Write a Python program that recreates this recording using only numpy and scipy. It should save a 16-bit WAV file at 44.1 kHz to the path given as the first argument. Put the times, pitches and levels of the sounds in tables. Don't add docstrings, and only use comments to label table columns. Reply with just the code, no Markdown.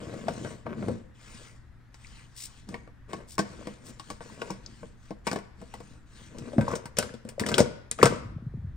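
import sys
import numpy as np
from scipy import signal
from scipy.fft import rfft, irfft, next_fast_len
from scipy.io import wavfile
from scipy.ndimage import uniform_filter1d

SR = 44100
rng = np.random.default_rng(int(sys.argv[2]) if len(sys.argv) > 2 else 0)


def int16_out(signal):
    q = np.round(np.clip(np.atleast_2d(signal).T, -1, 1) * 32767)
    wavfile.write(sys.argv[1], SR, q.astype(np.int16))


N = 386316

# [Hz, dB per Hz]
AIR_TONE = [(15, -27), (25, 13), (124, -2.5), (266, -8.5), (313, -12), (422, -21), (568, -21.5),
            (1830, -19.5), (2330, -28.5), (3060, -34), (3320, -32.5), (11900, -47.5), (16500, -54)]
# [Hz, dB rms before it wavers]
HUM_TONES = [(119, -59.5)]
# [Hz, 0 to 1]
AIR_LIKENESS = [(60, 0.62), (1400, 0.57), (15000, 0.073)]
# [Hz, s]
ECHO_DECAY = [(100, 0.65), (400, 0.43), (1500, 0.7), (5000, 0.54), (12000, 0.23)]
# [Hz, dB]
ECHO_COLOUR = [(600, 1), (1080, -0.5), (1600, 1.5), (3000, -0.6)]
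# [Hz, dB]
PORT_LEVEL = [(60, -0.5), (200, 4), (700, 7), (1300, 4.5), (2400, 2), (4400, 9.5), (8100, 3), (15000, -3)]
# [Hz, radians]
PORT_LEAD = [(60, .3), (600, .5), (900, -.9), (2000, -1.7), (2600, 1.6), (4300, .7), (7300, 1.5)]
# [s, dB, Hz where the sag ends]
THUMPS = [(6.563, -27, 230), (6.58, -14, 208), (6.59, -20, 106), (6.63, -25, 200), (8.0299, -3.5, 368),
          (8.042, -15.5, 126), (8.253, -34.5, 95), (8.36, -30, 138), (8.382, -45, 480), (8.421, -35, 191),
          (8.464, -25.5, 117.5), (8.518, -35.5, 96.3), (8.538, -39, 319), (8.543, -26.5, 110),
          (8.572, -34, 169), (8.584, -32, 80), (8.642, -28, 108.5), (8.667, -29, 78.2)]
# [s, s, s, dB, dB, dB]
HAND_MOVES = [(0.0, .001, 0.2, -57.5, -38.5, -44), (0.164, 0.14, 0.21, -53, -40, -44.5),
              (0.652, 0.011, 0.038, -73, -32, -41), (0.717, 0.087, 0.12, -58, -35, -46),
              (1.144, 0.12, 0.21, -55, -60, -61.5), (1.921, 0.12, 0.18, -59, -71, -74),
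              (2.253, 0.13, 0.21, -61.5, -80, -77), (2.67, 0.016, 0.047, -60.5, -42.5, -51.5),
              (3.079, 0.022, 0.065, -59.5, -46.5, -46), (3.407, 0.023, 0.31, -59, -51, -55),
              (3.795, 0.078, 0.015, -55, -52, -51), (3.932, 0.17, 0.014, -55, -54, -61),
              (4.203, 0.013, 0.13, -56, -53.5, -55), (4.362, 0.036, 0.12, -56, -52, -46.5),
              (4.583, 0.066, 0.22, -63, -54, -101), (4.97, 0.079, 0.033, -63, -64, -83),
              (5.243, 0.019, 0.067, -53.5, -61, -67), (5.55, 0.052, 0.34, -64, -55.5, -66.5),
              (6.062, 0.1, 0.11, -58, -56.5, -66), (6.281, 0.1, 0.28, -61, -43.5, -52),
              (6.58, 0.14, 0.01, -52, -42, -35.5), (6.962, 0.021, 0.065, -53.5, -45, -44),
              (7.242, 0.037, 0.012, -67, -50.5, -53), (7.38, 0.035, 0.23, -56, -35.5, -37.5),
              (7.98, 0.058, 0.042, -42, -29, -30.5), (8.089, 0.047, 0.23, -100, -53.5, -75)]
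# [Hz, dB per Hz]
SKIN_TONE = [(530, -11), (900, 11), (1630, 13), (3830, 9.5), (8660, 7.5), (12600, -29.5), (13600, -16.5),
             (15500, -7.5), (16500, -28.5)]
# [s, s, dB]
FOIL_SWIPES = [(2.345, 0.15, -44.5), (3.266, 0.11, -52.5), (3.837, 0.086, -53.5)]
# [s, Hz, dB]
CATCHES = [(0.282, 665, -27.5), (2.047, 2270, -38), (2.069, 4850, -41.5), (3.611, 560, -47.5),
           (3.625, 960, -51), (4.299, 940, -50), (4.416, 2800, -28.5), (4.479, 930, -49),
           (4.502, 953, -34.5), (4.662, 4870, -30), (6.68, 963, -27), (6.705, 1126, -34.5),
           (6.717, 1044, -31.5), (6.738, 980, -35), (6.765, 480, -42), (6.987, 8770, -8.5),
           (7.093, 1500, -41), (7.38, 547, -35), (7.437, 1790, -26.5), (7.541, 3280, -11),
           (7.913, 7670, -15), (8.015, 1916, -21), (8.0289, 1080, -12)]
# [Hz, dB, s]
SHELL_MODES = [(130, 14.5, 0.072), (222, 14.5, 0.094), (287, -1, 0.099), (403, -3, 0.008),
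               (491, 10.5, 0.04), (577.4, 4, 0.036), (980, -7, 0.065), (1343, 6.5, 0.0072),
               (1507, -9, 0.048), (2023, -7, 0.012)]
# [Hz, dB, s]
HOLDER_MODES = [(201.5, -3, 0.22), (303, 3, 0.08), (480, 9, 0.035), (620, 3, 0.03), (960, 4, 0.03),
                (1095, 5, 0.03), (1440, 3, 0.018), (1830, 2, 0.018), (2200, 0, 0.018)]
# [Hz, dB per Hz]
SNAP_TONE = [(1060, -28), (1800, -4.5), (4340, -2.5), (5480, -0.5), (6290, -7), (8700, -3), (10300, -23),
             (11600, -18.5), (13700, -36), (15300, -13), (16500, -45.5)]
# [s, dB, dB, dB, dB]
POD_BLOWS = [(1.943, -75, -71, -57, -55), (2.689, -47, -37, -54, -52), (2.742, -38.5, -49, -37.5, -52),
             (2.875, -50.5, -75, -56.5, -75), (3.132, -35.5, -35, -36, -46.5),
             (3.381, -64, -39, -26.5, -39), (3.391, -26, -23.5, -29.5, -32),
             (3.671, -37, -33.5, -43, -49.5), (3.997, -82, -49, -43.5, -46),
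             (4.102, -39.5, -39.5, -38.5, -44), (4.206, -44, -47, -43.5, -72),
             (4.418, -33.5, -48, -35, -47.5), (4.505, -38.5, -31, -41.5, -43.5),
             (4.83, -40.5, -43, -48.5, -85), (5.107, -35, -34.5, -46.5, -57.5), (5.268, -32, -45, -31, -39),
             (5.273, -57, -39, -29.5, -36.5), (5.314, -37, -30, -35, -39), (5.33, -32, -33.5, -38, -42),
             (5.359, -28.5, -46, -40, -45.5), (5.387, -52, -41, -48, -52.5), (5.615, -42.5, -47, -57, -61),
             (5.739, -43.5, -47, -41.5, -50), (5.803, -44, -48, -51, -57)]
# [s, dB, dB, dB, dB]
LID_BLOWS = [(0.138, -36.5, -43, -51, -57), (0.283, -31.5, -38, -33.5, -43), (0.447, -35, -31, -42.5, -73),
             (0.665, -36, -48, -38.5, -90), (0.825, -35.5, -44, -46, -78), (0.883, -25.5, -23, -44.5, -52),
             (6.384, -47, -50, -55, -49), (6.532, -35, -49, -61, -59), (6.582, -23.5, -11.5, -40, -52.5),
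             (6.61, -50, -17.5, -35.5, -47.5), (6.682, -30, -30, -50, -47), (6.713, -38, -63, -46, -48),
             (6.754, -37.5, -47.5, -45, -38), (6.856, -52, -34.5, -42.5, -46),
             (6.969, -43, -49, -48, -37.5), (6.985, -24, -30, -30.5, -27), (7.026, -40.5, -46, -36.5, -40),
             (7.139, -39.5, -35, -55.5, -54), (7.25, -43, -33.5, -65, -63.5),
             (7.289, -45.5, -42.5, -55.5, -44.5), (7.396, -47, -33, -37.5, -32),
             (7.463, -32, -33.5, -37, -34.5), (7.487, -38, -33, -35, -34),
             (7.516, -30, -32.5, -33.5, -40.5), (7.542, -40, -37.5, -38.5, -32.5),
             (7.581, -18, -36, -22.5, -24.5), (7.591, -17, -29.5, -34.5, -31.5),
             (7.603, -13.5, -12.5, -36.5, -28), (7.913, -46, -35.5, -49, -38),
             (7.988, -37.5, -38, -34.5, -53.5), (8.029, -15.5, -18, -19.5, -23.5),
             (8.056, -17.5, -28, -22.5, -24.5)]

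AIR_DB = -52.5
GRIP_START_S, GRIP_DB, GRIP_BAND_HZ = 8.06, -44, (45., 120.)
THUMP_PEAK_CYCLES, THUMP_START_EXCESS, THUMP_SAG_CYCLES = 0.98, 0.85, 0.56
SWELL_FROM_DB = -16.5
HISS_FADE, RUMBLE_FADE, SCRAPE_FADE = 160, 162, 157
PING_T60_S = 0.06
PING_SPREAD_OCTAVES = (-0.3, 0.5)
PING_RISE_CYCLES = 0.5
SNAP_TILT_HZ = np.geomspace(2000, 9000, 5)
EDGE_HZ = 16600


def amp(db):
    return 10 ** (np.asarray(db) / 20)


def evened(x):
    return x / np.sqrt(np.mean(x ** 2) + 1e-20)


def read(points, hz):
    f, value = np.transpose(list(points))
    return np.interp(np.log(hz + 1), np.log(f + 1), value)


def add(mix, start_s, sound):
    part = mix[round(start_s * SR):][:len(sound)]
    part += sound[:len(part)]


def coloured(x, points):
    return irfft(rfft(x) * amp(read(points, np.fft.rfftfreq(len(x), 1 / SR))), len(x))


def wandering(samples, shape=N):
    return evened(uniform_filter1d(rng.standard_normal(shape), size=samples))


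def hush():
    frames, hz = N // 256 + 5, np.fft.rfftfreq(1024, 1 / SR)
    a, b, c, d, patches = rng.standard_normal((frames, 513, 5)).T
    patches = uniform_filter1d(patches, size=10, axis=0)
    patches = evened(uniform_filter1d(patches, size=14, axis=1))
    same = np.clip(read(AIR_LIKENESS, hz), -1, 1)[:, None]
    left = a + 1j * b
    right = same * left + np.sqrt(1 - same ** 2) * (c + 1j * d)
    spectrum = np.array([left, right]) * amp(read(AIR_TONE, hz)[:, None] + 1.5 * patches)
    air = signal.istft(spectrum, nperseg=1024, noverlap=768)[1][:, :N]
    waver = amp(0.57 * wandering(6000))
    t = np.arange(N) / SR
    hum = sum(amp(db) * np.sqrt(2) * np.sin(2 * np.pi * f * t) for f, db in HUM_TONES) * waver
    return (amp(AIR_DB) * evened(air) + hum) * amp([[1.], [-1.]])


def kitchen(x):
    taps = np.zeros((2, SR))
    at = np.arange(200, SR - 20, 20) + rng.integers(0, 20, (2, (SR - 201) // 20))
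    np.put_along_axis(taps, at, rng.choice([-1., 1.], at.shape), 1)
    hz, t, z = signal.stft(taps, SR, nperseg=256)
    decay = amp(-60 * t / read(ECHO_DECAY, hz)[:, None])
    tail = signal.istft(z * decay, SR, nperseg=256)[1]
    return signal.fftconvolve(x[None], tail / np.linalg.norm(tail[0]), axes=1)[:, :N]


def counter(x):
    taps = np.zeros((2, 700))
    at = rng.integers(40, 700, (2, 8))
    np.put_along_axis(taps, at, rng.choice([-1., 1.], (2, 8)), 1)
    taps *= amp(-14.5) * np.exp(-np.arange(700) / 500)
    return signal.oaconvolve(x[None], taps, axes=1)[:, :N]


def ports(x):
    size = next_fast_len(N)
    hz = np.fft.rfftfreq(size, 1 / SR)
    half = amp(read(PORT_LEVEL, hz) / 2) * np.exp(0.5j * read(PORT_LEAD, hz))
    pair = np.array([half, 1 / half])
    pair = pair / abs(pair.mean(0)).clip(0.4)
    return irfft(rfft(x, size) * pair, size)[:, :N]


def grip():
    band = signal.butter(2, GRIP_BAND_HZ, "band", fs=SR, output="sos")
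    murmur = evened(signal.sosfilt(band, rng.standard_normal(N)))
    return amp(GRIP_DB) * murmur * np.clip((np.arange(N) / SR - GRIP_START_S) * 20, 0, 1)


def thumps():
    out, t = np.zeros(N), np.arange(4000) / SR
    for start_s, db, hz in THUMPS:
        u = hz * t / THUMP_PEAK_CYCLES
        push = (u * np.exp(1 - u)) ** 2
        sag = 1 - np.exp(-hz * t / THUMP_SAG_CYCLES)
        turns = hz * t + THUMP_START_EXCESS * THUMP_SAG_CYCLES * sag
        add(out, start_s, amp(db) * push * np.sin(2 * np.pi * turns))
    return out


def follow(layer, fade_db_per_s):
    start, swell, hold, *levels_db = np.transpose(HAND_MOVES)[:, :, None]
    t = np.arange(0, N / SR, 1 / 500)
    rising = SWELL_FROM_DB * np.clip(1 - (t - start) / np.maximum(swell, 1e-3), 0, 1)
    fading = fade_db_per_s * np.maximum(t - start - swell - hold, 0)
    gain = np.linalg.norm(amp(levels_db[layer] + rising - fading) * (t >= start), axis=0)
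    return np.interp(np.arange(N) / SR, t, gain)


def slide():
    grain = amp(1.3 * wandering(200))
    hiss = coloured(rng.standard_normal(N), SKIN_TONE) * grain
    z = signal.stft(hiss, SR, nperseg=512)[2]
    patches = uniform_filter1d(rng.standard_normal(z.shape), size=7, axis=0)
    patches = evened(uniform_filter1d(patches, size=10, axis=1))
    hiss = signal.istft(z * amp(2.6 * patches), SR, nperseg=512)[1][:N]
    return follow(0, HISS_FADE) * evened(hiss)


def ring(drive, modes, lo, hi):
    t = np.arange(8192) / SR
    body = sum(amp(db - 60 * t / t60) * np.sin(2 * np.pi * hz * t) for hz, db, t60 in modes if lo <= hz < hi)
    return signal.oaconvolve(drive, body)[:len(drive)]


def drag():
    slips = rng.standard_normal((2, N))
    slips *= amp(2.0 * np.minimum(rng.exponential(1, (2, N)), 3))
    slips *= rng.random((2, N)) < 900 / SR
    slips *= amp(2.8 * wandering(900, (2, N)))
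    held = [(hz, db - 3 * np.log2(hz / 400), 0.6 * t60) for hz, db, t60 in SHELL_MODES + HOLDER_MODES]
    low = evened(ring(slips[0], held, 0, 350))
    high = evened(ring(slips[1], held, 350, SR))
    return follow(1, RUMBLE_FADE) * low + follow(2, SCRAPE_FADE) * high


def swipes():
    out = np.zeros(N)
    for (start_s, length_s, db), noise in zip(FOIL_SWIPES, rng.standard_normal((len(FOIL_SWIPES), 8192))):
        size = min(round(length_s * SR), 8192)
        crackle = amp(3.2 * evened(uniform_filter1d(noise[::-1], size=120)))
        bright = np.diff(coloured(noise, SNAP_TONE), prepend=0) * crackle
        add(out, start_s, amp(db) * evened(bright)[:size] * signal.windows.tukey(size, 0.7))
    return out


def pings():
    out, t = np.zeros(N), np.arange(3000) / SR
    for (start_s, hz, db), (jitter, phase) in zip(CATCHES, rng.random((len(CATCHES), 2, 16, 1))):
        octaves = np.interp(np.arange(16)[:, None] + jitter, (0, 16), PING_SPREAD_OCTAVES)
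        octaves = octaves * min(hz / 3500, 1)
        t60 = PING_T60_S / np.sqrt(hz / 1000) / np.sqrt(1 + (octaves / 0.12) ** 2)
        turns = hz * 2 ** octaves * t + min((hz / 2000) ** 2, 1) * phase
        cluster = (amp(-60 * t / t60) * np.sin(2 * np.pi * turns)).sum(0)
        onset = 1 - np.exp(-t * hz / PING_RISE_CYCLES)
        add(out, start_s, amp(db) * onset * cluster / 5)
    return out


def blows(table, modes, contact_s, rattle_db):
    out, t = np.zeros(N), np.arange(8192) / SR
    contact = np.exp(-t / contact_s) + amp(rattle_db) * np.exp(-t / 0.013)
    contact *= 1 - np.exp(-t / 0.00046)
    grit = rng.standard_normal((len(table), 4, 8192))
    spots = rng.standard_normal((len(table), len(modes), 2))
    for (start_s, *levels_db), noise, spot in zip(table, grit, spots):
        struck = [(hz * (1 + 0.03 * a), db + 3 * b, t60) for (hz, db, t60), (a, b) in zip(modes, spot)]
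        knock = ring(noise[0] * contact, struck, 350, 800)
        thud = ring((2 + noise[1]) * contact, struck, 0, 350)
        tick = ring(noise[2] * contact, struck, 800, SR)
        tilt = zip(SNAP_TILT_HZ, 3 * spot[:5, 1])
        snap = coloured(coloured(noise[3], SNAP_TONE), tilt) * contact
        for db, part in zip(levels_db, (knock, thud, tick, snap)):
            add(out, start_s, amp(db) * part * np.sqrt(441) / np.linalg.norm(part))
    return out


def scene():
    pod = blows(POD_BLOWS, HOLDER_MODES, contact_s=0.0011, rattle_db=-10.0)
    lid = blows(LID_BLOWS, SHELL_MODES, contact_s=0.0015, rattle_db=-4.5)
    hand = drag() + slide() + swipes() + pings() + pod + lid
    hand = signal.sosfilt(signal.butter(3, 95., "high", fs=SR, output="sos"), hand)
    echo = amp(-14.5) * kitchen(coloured(hand, ECHO_COLOUR)) * amp([[1.5], [-1.5]])
    reflections = counter(hand) * amp([[2.], [-2.]])
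    low = (grip() + thumps()) * amp([[0.5], [-0.5]])
    return hush() + echo + reflections + low + ports(hand)


def record(dry):
    lowpass = signal.firwin(511, EDGE_HZ, window=("kaiser", 9), fs=SR)
    return signal.oaconvolve(dry, lowpass[None], "same")


dry = scene()
out = record(dry)
int16_out(out)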